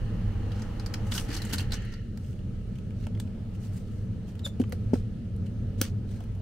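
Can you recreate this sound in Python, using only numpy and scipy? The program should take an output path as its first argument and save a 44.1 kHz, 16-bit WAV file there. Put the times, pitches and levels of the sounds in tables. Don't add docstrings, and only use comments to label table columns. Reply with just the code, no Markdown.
import sys
import numpy as np
from scipy import signal
from scipy.fft import rfft, irfft, next_fast_len
from scipy.io import wavfile
from scipy.ndimage import uniform_filter1d, map_coordinates

SR = 44100
rng = np.random.default_rng(int(sys.argv[2]) if len(sys.argv) > 2 else 0)


def unload_audio(sound):
    columns = np.transpose(np.atleast_2d(sound))
    steps = np.round(np.clip(columns, -1, 1) * 32767)
    wavfile.write(sys.argv[1], SR, steps.astype(np.int16))


def gain_from_decibels(decibels):
    exponent = np.asarray(decibels, float) / 20
    return 10 ** exponent


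N = 282681

# start_s, share_shut (0 to 1)
DOOR_TRAVEL = [
    (1.2, 0.0),
    (1.34, .3),
    (1.6, 0.53),
    (1.68, 0),
    (1.79, 0.39),
    (1.95, 0.79),
    (2.05, .9),
    (2.3, 0.98),
]
# mode_hz, width_hz
DOOR_MODES = [(1510, 140), (2240, 100), (2990, 250), (4090, 90), (4410, 130), (4970, 82), (6240, 220),
              (7270, 100), (8050, 88), (9240, 120), (11300, 220)]


def unit(x):
    return x / np.sqrt(np.mean(x ** 2) + 1e-20)


def along(points, hz):
    f, v = np.transpose(points)
    return np.interp(np.log(hz + 1), np.log(f + 1), v)


def law(points, control):
    return np.interp(control, *np.transpose(points))


def curves(rows, silent=None):
    s, *cols = np.transpose(rows)
    return [np.interp(np.arange(N) / SR, s, c, silent, silent) for c in cols]


def wobble(rate):
    knots = rng.standard_normal(int(N * rate / SR) + 4)
    return map_coordinates(knots, [np.arange(N) * rate / SR])


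def filtered(x, response):
    m = next_fast_len(x.shape[-1] + 8192)
    return irfft(rfft(x, m) * response(np.fft.rfftfreq(m, 1 / SR)), m)[..., :x.shape[-1]]


def band(f, hz, width_hz):
    return 1j * f * width_hz / (hz * hz - f * f + 1j * f * width_hz)


def lagged(x, lag_s):
    return filtered(x, lambda hz: np.exp(1j * np.pi * np.outer([1, -1], hz) * lag_s))


def rush(spectrum, patchy_db, peaks=(), grain_db=0, spread=1):
    # band_hz, likeness (0 to 1)
    port_likeness = [(60, 0.97), (150, 0.99), (380, 0.76), (1000, 0.25), (1500, 0.8), (2600, 0.28),
                     (5980, 0.051), (15000, 0.13)]
    grains = rng.standard_normal((2, N)) * gain_from_decibels(grain_db * wobble(900))
    z = signal.stft(grains, nperseg=512)[2]
    field = uniform_filter1d(rng.standard_normal(z.shape[1:]), size=6, axis=0)
    field = uniform_filter1d(field, size=10, axis=1)
    pair = signal.istft(z * gain_from_decibels(patchy_db * unit(field)), nperseg=512)[1][:, :N]

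    def response(hz):
        turn = spread * np.arccos(np.clip(along(port_likeness, hz), -1, 1)) / 2
        humps_db = sum(db / (1 + (2 * (hz - c) / w) ** 2) for c, w, db in peaks)
        return gain_from_decibels(along(spectrum, hz) + humps_db) * [np.cos(turn), np.sin(turn)]

    mid, side = filtered(pair, response)
    return unit(np.array([mid + side, mid - side]))


def contacts():
    # start_s, peak_db, ring_hz, brightness_db
    door_rattles = [(0.5174, -42, 3190, -38), (0.519, -45, 4300, -36), (0.595, -42, 1550, -20),
                    (0.62, -36.5, 5200, -25), (0.7971, -35, 4700, -29), (0.798, -40, 1550, -30),
                    (0.8616, -29, 4900, -24), (0.9393, -26, 5000, -24), (0.9407, -30, 1780, -26),
                    (0.9412, -33, 2900, -30), (1.069, -46, 6500, -8), (1.1143, -42, 7000, -10),
                    (1.1196, -22, 3450, -34), (1.1235, -31, 2000, -30), (1.1783, -23, 3020, -34),
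                    (1.1785, -27, 6400, -24), (1.181, -27, 4400, -30), (1.192, -33, 3000, -30),
                    (1.2895, -38.5, 2580, -22), (1.315, -36, 1500, -26), (1.3308, -32, 5280, -16),
                    (1.3438, -30, 5590, -18), (1.349, -34, 5800, -16), (1.3655, -27, 4500, -13),
                    (1.372, -31, 4300, -10), (1.4187, -28, 4250, -10), (1.4508, -31, 7300, -9),
                    (1.5102, -37, 3060, -20), (1.5292, -27, 4500, -9), (1.5333, -18, 3200, -9),
                    (1.537, -25, 8500, -6), (1.5385, -24, 4400, -20), (1.545, -30, 1550, -30),
                    (1.5828, -23, 4190, -14), (1.594, -30, 2900, -24), (1.6044, -29, 2900, -14),
                    (1.612, -35, 4300, -20), (1.7079, -41, 4050, -30), (1.7207, -24, 3980, -23),
                    (1.7405, -28.5, 6000, -25), (1.821, -47, 6500, -16), (1.85, -50, 9500, -8),
                    (1.924, -46, 5700, -18), (1.938, -39.5, 4500, -25)]
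    # start_s, peak_db, brightness_db
    foil_crinkles = [(2.2456, -51, -21), (2.329, -51, -21), (2.39, -50, -21), (2.5519, -57.5, -35),
                     (2.7556, -46, -20), (2.7853, -45, -21), (2.906, -55, -30), (3.55, -48, -15),
                     (3.5594, -60, -20), (3.6379, -49.5, -21), (4.2797, -51, -20), (4.353, -47, -12),
                     (5.465, -44, -20), (6.1097, -55, -29), (6.2046, -44, -13), (6.2383, -48, -7),
                     (6.3494, -50.5, -5)]
    # start_s, peak_db, ring_hz, brightness_db
    nail_taps = [(2.1738, -41, 4600, -8), (2.175, -47.5, 1670, -28), (3.068, -37, 2590, -32),
                 (3.0682, -44, 1090, -30), (3.0684, -50, 7800, -24), (3.0686, -50, 5700, -30),
                 (2.907, -48, 2500, -30), (3.15, -45, 2900, -50), (3.1743, -48, 1900, -44),
                 (3.1994, -29, 3550, -16), (3.2005, -32, 7400, -10), (3.274, -49, 2600, -40),
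                 (4.393, -36.5, 3600, -24), (4.4575, -40, 4300, -30), (4.464, -38, 4200, -30),
                 (4.4645, -42, 1300, -30), (4.4724, -34, 3520, -13), (4.477, -42, 9000, -10),
                 (4.6, -37.5, 2640, -14), (4.6145, -35, 3230, -16), (4.638, -40, 2600, -50),
                 (4.639, -47, 1200, -50), (4.6956, -43, 10800, -24), (4.7226, -30.5, 2830, -13),
                 (4.723, -35, 1600, -24), (4.7245, -42, 1150, -30), (4.7235, -40, 11000, -10),
                 (4.724, -34, 4270, -12), (4.9352, -38, 2750, -20), (4.9372, -36, 5500, -18),
                 (4.943, -42, 4300, -18), (4.94, -42, 1250, -30), (4.955, -47, 1300, -30),
                 (4.974, -46, 4000, -16), (4.731, -44, 4200, -16), (5.8225, -31, 5000, -10),
                 (5.838, -38, 6000, -14), (5.459, -49, 3500, -16), (5.364, -50, 9000, -14)]
    first_blow = [6.1, 1.3, 5.6]
    # level_db of ring, fizz, body
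    scatter_db = [
        [-1.5],
        [-2],
        [-8],
    ]

    crinkle_hz = 2900
    ticks = [(*row, -7.5 - 0.44 * (row[1] + 30), 0.036) for row in door_rattles]
    ticks += [(s, db, crinkle_hz, bright_db, -8, 0.035) for s, db, bright_db in foil_crinkles]
    ticks += [(*row, -5 - 9.5 * np.log2(row[2] / crinkle_hz), 0.019) for row in nail_taps]

    size = 4096
    out, t, f = np.zeros((2, N + SR)), np.arange(size) / SR, np.fft.rfftfreq(size, 1 / SR)
    fizz, middle = band(f, 11500, 9000) ** 2, band(f, 5340, 5100) ** 2
    body = band(f, 1524, 990) ** 2 + 0.84 * band(f, 995, 520) ** 2
    modes_hz, widths_hz = np.transpose(DOOR_MODES)[..., None]
    for s, db, ring_hz, bright_db, body_db, t60_s in ticks:
        envelope = gain_from_decibels(-60 * t / np.clip(t60_s, .005, .06)) * (1 - np.exp(-t / 0.00069))
        burst = rng.standard_normal((2, 3, size)) * envelope
        burst[0, :, 8] += first_blow
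        reach_db = -3 - 11 * np.abs(np.log2(modes_hz / ring_hz)) + rng.normal(0, 3, modes_hz.shape)
        ring = band(f, ring_hz, 0.35 * ring_hz) ** 2
        ring = ring + (gain_from_decibels(reach_db) * band(f, modes_hz, widths_hz)).sum(axis=0)
        ring = ring + gain_from_decibels(0.59 * bright_db - 3) * middle
        colours = irfft(rfft(burst) * [ring, fizz, body], size)
        levels = gain_from_decibels([db - 1, db - 2 + bright_db, db - 2.5 + body_db]) / np.abs(colours).max(axis=(0, 2))
        colours[1] *= gain_from_decibels(scatter_db)
        out[:, round(s * SR):][:, :size] += levels @ colours
    return out[:, :N]


def thuds():
    # start_s, peak_db, pitch_hz, t60_s, way (out 1, in -1)
    knocks_and_pops = [(1.29, -32, 288, 0.096, 1), (1.533, -34.5, 270, 0.092, -1), (1.74, -41, 260, .08, 1),
                       (4.462, -38.5, 557, 0.064, 1), (4.5994, -13.5, 246.5, 0.065, 1),
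                       (4.7265, -33, 487, 0.052, 1), (4.954, -33.5, 478, 0.052, 1), (4.622, -30, 300, .04, 1),
                       (4.934, -7, 249.4, 0.031, -1), (4.9345, -25, 560, .03, -1), (4.6, -30, 480, .03, 1),
                       (5.8096, -27, 247, .05, -1), (5.8152, -14, 268, 0.014, 1), (5.816, -39, 535, 0.075, 1),
                       (3.068, -40, 596, 0.033, 1), (6.205, -40.5, 700, 0.028, 1)]
    out, t = np.zeros(N + SR), np.arange(SR // 4) / SR
    for s, db, hz, t60_s, way in knocks_and_pops:
        over_db = np.interp(t60_s, [0.036, .066], [-2.5, -10])
        low = np.sin(2 * np.pi * hz * t) * gain_from_decibels(-60 * t / t60_s)
        overtones = np.sin(2 * np.pi * 1.51 * hz * t) + .25 * np.sin(2 * np.pi * 2.26 * hz * t)
        high = gain_from_decibels(over_db - 60 * t / (0.71 * t60_s)) * overtones
        soft_start = (1 - np.exp(-t / 0.0011)) ** 2
        out[round(s * SR):][:len(t)] += np.sign(way) * gain_from_decibels(db + 5) * (low + high) * soft_start
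    return out[:N]


def squeak():
    # start_s, pitch_hz, level_db
    glide = [
        (4.432, 3950, -66),
        (4.445, 3720, -43),
        (4.455, 3560, -28.5),
        (4.464, 3500, -34),
        (4.47, 3560, -54),
        (4.5, 3550, -57),
        (4.53, 3550, -64),
        (4.56, 3550, -76),
    ]
    # multiple, level_db
    overtones = [(1, -1), (2, -12), (3, -19), (4, -24)]
    hz, db = curves(glide)
    turn = 2 * np.pi * np.cumsum(hz * (1 + .018 * wobble(500))) / SR
    sounding = curves(glide, silent=0)[0] > 0
    whistle = 0
    for k, level_db in overtones:
        softer_db = 1.2 * (k - 1) * np.minimum(db + 45, 0)
        whistle = whistle + gain_from_decibels(level_db + softer_db) * np.sin(k * turn)
    return sounding * gain_from_decibels(db + 1.8 * wobble(370)) * whistle


def snap():
    # start_s, peak_db
    release_s, peak_db = (5.8139, -5.5)
    # after_release_s, level_db
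    tongue_blows = [
        (.00045, -2),
        (.00095, 0),
        (.0013, -7),
        (.0016, -9),
        (.0019, -9),
        (.0026, -13),
        (.004, -12),
    ]
    # centre_hz, width_hz, level_db
    brass_modes = [(1560, 220, 12), (2910, 650, 5), (4500, 1000, 7), (6100, 800, 1), (7900, 1400, -1),
                   (10200, 1900, 0), (12400, 1800, 1), (14800, 1800, 2)]
    out, t = np.zeros(N + SR), np.arange(SR // 8) / SR
    envelope = (1 - np.exp(-t / 0.00045)) / (1 + (t / 0.0033) ** 4)
    chatter = rng.standard_normal(len(t)) * envelope * gain_from_decibels(-17)
    for after_s, db in tongue_blows:
        chatter[round(after_s * SR)] -= gain_from_decibels(db)
    ring = filtered(chatter, lambda f: sum(gain_from_decibels(db) * band(f, hz, w) for hz, w, db in brass_modes))
    out[round(release_s * SR):][:len(t)] = gain_from_decibels(peak_db) * ring / np.abs(ring).max()
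    return out[:N]


def fingers():
    # start_s, end_s, foil_rustle_db, panel_scrape_db
    strokes = [(0.486, 0.722, -69, -58), (1.49, 1.53, -55, -50), (1.118, 1.19, -44.5, -45),
               (1.14, 1.234, -41.5, -42), (1.28, 1.36, -55, -44), (1.315, 1.4, -49, -44.5),
               (1.36, 1.43, -54, -54), (1.41, 1.535, -53, -55), (1.574, 1.635, -46, -41.5),
               (1.716, 1.783, -50, -40.5), (1.9, 1.97, -71, -61), (2.17, 2.43, -67, -74),
               (3.53, 3.587, -67, -76), (3.588, 3.746, -62, -65), (3.707, 3.845, -61, -64),
               (3.81, 4.133, -70.5, -70.5), (4.26, 4.347, -65.5, -64), (4.594, 4.631, -54, -53),
               (6.053, 6.277, -65.5, -62.5)]
    # start_s, end_s, foil_rustle_db, panel_scrape_db
    skids = [
        (1.111, 1.19, -49, -44),
        (1.19, 1.36, -50, -58),
        (1.524, 1.59, -38.5, -40),
        (1.62, 1.74, -66, -64),
        (3.195, 3.275, -64, -62),
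        (4.446, 4.52, -46, -50),
        (4.72, 4.79, -60, -62),
        (4.93, 5.06, -57, -54),
        (5.813, 5.95, -50, -43),
    ]
    # start_s, end_s, foil_rustle_db, panel_scrape_db
    pushes = [
        (1.04, 1.134, -58.5, -63),
        (2.94, 3.066, -70, -62),
        (5.775, 5.817, -59, -54),
    ]
    # band_hz, level_db per Hz
    foil_spectrum = [(2060, -29), (3500, -11), (6070, -1.5), (7370, -6.5), (7940, -2.5), (8560, -4.5),
                     (10500, -7.5), (15600, -13)]
    # band_hz, level_db per Hz
    panel_spectrum = [(400, -30), (600, -7.5), (1000, -9), (1200, -5.5), (1550, -3), (2300, -7), (3000, -5),
                      (3600, -7), (4400, -5), (6000, -9), (8000, -17), (12000, -45)]

    t, foil, panel = np.arange(N) / SR, np.zeros(N), np.zeros(N)
    kinds = [(strokes, 0.45, 1.3), (skids, 0.1, 2.3), (pushes, 0.87, 1.1)]
    for rows, rise, fade in kinds:
        for start, end, foil_db, panel_db in rows:
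            crest = start + rise * (end - start)
            up, down = np.interp(t, [start, crest], [0, 1]), np.interp(t, [crest, end], [1, 0])
            swell = up * (2 - up) * down ** fade
            foil += gain_from_decibels(foil_db) * swell
            panel += gain_from_decibels(panel_db) * swell
    clumps, patchy_db = gain_from_decibels(1.2 * wobble(60) + 1.5 * wobble(220)), 2.2
    door_ring = [(hz, width_hz, 2.5) for hz, width_hz in DOOR_MODES]
    rustle = foil * rush(foil_spectrum, patchy_db, grain_db=2.0, spread=0.95)
    scrape = panel * rush(panel_spectrum, patchy_db, peaks=door_ring, grain_db=2.5, spread=0.83)
    return clumps * (rustle + scrape)


def air():
    # band_hz, level_db per Hz
    slot_spectrum = [(180, -28), (300, 3.5), (331, 5), (360, -13), (391, -11.5), (469, -0.5), (723, -12.5),
                     (812, -10), (990, -12), (1740, -16.5), (15800, -42)]
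    # band_hz, level_db per Hz
    gap_spectrum = [(900, -43), (1150, -24), (1350, -4), (1550, -8), (1800, 2), (2050, -3.5), (2400, -12.5),
                    (2900, 0), (3150, -5.5), (3550, -19), (4200, -7), (5000, -18), (6000, -18.5),
                    (12000, -39)]
    # band_hz, level_db per Hz
    seam_spectrum = [(350, -46), (600, -3.5), (800, -5.5), (1050, -12), (1250, -15), (1700, -46)]
    # band_hz, level_db per Hz
    leak_spectrum = [(700, -62), (1050, -29), (1300, -18), (2300, -21), (3300, -22.5), (5000, -26.5),
                     (7800, -32), (9000, -29), (9800, -36.5), (13000, -38), (15000, -44)]
    # centre_hz, width_hz, level_db
    duct_modes = [(464, 57, 5), (813, 66, 8), (1274, 120, 6.5), (1710, 150, 2.5), (2920, 370, 4),
                  (4250, 170, 4), (6200, 280, 3.5)]
    # share_shut, level_db
    choke = [(0, 0), (.3, -.5), (.55, -4), (.8, -25), (1, -32)]
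    # share_shut, level_db
    sing = [(0, -61), (.3, -49.5), (.8, -54), (.9, -67), (1, -85)]

    t, shut, patchy_db = np.arange(N) / SR, np.clip(curves(DOOR_TRAVEL)[0], 0, 1), 1.2
    nearest_s = 1.22
    near_db = -45 - np.maximum(4.5 * (nearest_s - t), 10.5 * (t - nearest_s))
    slot = gain_from_decibels(near_db + law(choke, shut)) * rush(slot_spectrum, patchy_db, peaks=duct_modes)
    gap = gain_from_decibels(law(sing, shut)) * rush(gap_spectrum, patchy_db)
    pressed = np.exp(-((t - 2.03) / .22) ** 2)
    seam_open_db, seam_shut_db = -61, -64
    seam_db = seam_open_db + shut * (seam_shut_db - seam_open_db) - 6.5 * pressed + 1.5 * wobble(2.48)
    seam = gain_from_decibels(seam_db) * rush(seam_spectrum, patchy_db)
    leaks = gain_from_decibels(-63.3 + 0.56 * wobble(4.13)) * rush(leak_spectrum, patchy_db, peaks=duct_modes[2:])
    return slot + gap + seam + leaks


def blower():
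    # band_hz, level_db per Hz
    cabinet_spectrum = [(36, -41.5), (62, -14.5), (102, 2), (121, -6.5), (141, -12.5), (156, -22.5),
                        (170, -10), (190, -8.5), (234, -12), (268, -25), (301, -23), (376, -29.5),
                        (438, -25), (620, -37), (810, -64), (1360, -120)]
    # band_hz, level_db per Hz
    ground_spectrum = [(8.8, -31), (15, 0), (43, 7.5), (65, -1.5), (75, -5.5), (98, -40), (160, -120)]
    # start_s, level_db
    turbulence = [(0.0, -32.5), (0.4, -31), (0.9, -33.5), (1.6, -31.5), (1.85, -35.5), (2.15, -35),
                  (2.8, -33), (3.18, -32.5), (3.6, -34.5), (4.02, -32.5), (4.39, -34), (4.9, -31.5),
                  (5.14, -33), (5.84, -32), (6.41, -33)]
    hum_db, shut = curves(turbulence)[0], curves(DOOR_TRAVEL)[0]
    hum = gain_from_decibels(hum_db + 0.89 * wobble(7)) * rush(cabinet_spectrum, patchy_db=.5)
    rumble_db = -41 + 5 * (1 - shut) + 1.3 * wobble(4.54)
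    return hum + gain_from_decibels(rumble_db) * rush(ground_spectrum, patchy_db=0.0)


def crawl_space(x):
    # band_hz, t60_s
    space_decay = [(500, .05), (1800, 0.079), (3500, 0.12), (7000, .18), (14000, 0.1)]
    hz, t, z = signal.stft(rng.standard_normal((2, SR // 3)), SR, nperseg=256)
    fading = z * gain_from_decibels(-60 * t / along(space_decay, hz)[:, None])
    tail = signal.istft(fading, SR, nperseg=256)[1]
    late = np.pad(x, (90, 0))[None]
    return signal.fftconvolve(late, tail / np.linalg.norm(tail[0]), axes=1)[:, :N]


def scene():
    (ticks, unlike), latch = contacts(), squeak() + snap()
    direct = ticks + np.outer([1, -1], unlike)
    direct = direct + lagged(latch, .000022) + lagged(thuds(), .0003)
    echoes = gain_from_decibels(-9) * crawl_space(ticks + .75 * latch)
    return direct + echoes + fingers() + air() + blower()


def roll_off(x):
    return signal.sosfilt(signal.butter(12, 16430, fs=SR, output="sos"), x)


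def record(dry):
    # band_hz, left_minus_right_db
    port_lean = [(30, -2.5), (70, -0.3), (180, 0.0), (550, 1), (1650, 0), (4970, 0), (15000, 0)]
    top_hz = 15750

    def ports(hz):
        balance_db = np.outer([.5, -.5], along(port_lean, hz))
        return gain_from_decibels(balance_db - 30 * np.clip((hz - top_hz) / 300, 0, 3))

    return roll_off(filtered(dry, ports))


dry = scene()
out = record(dry)
unload_audio(out)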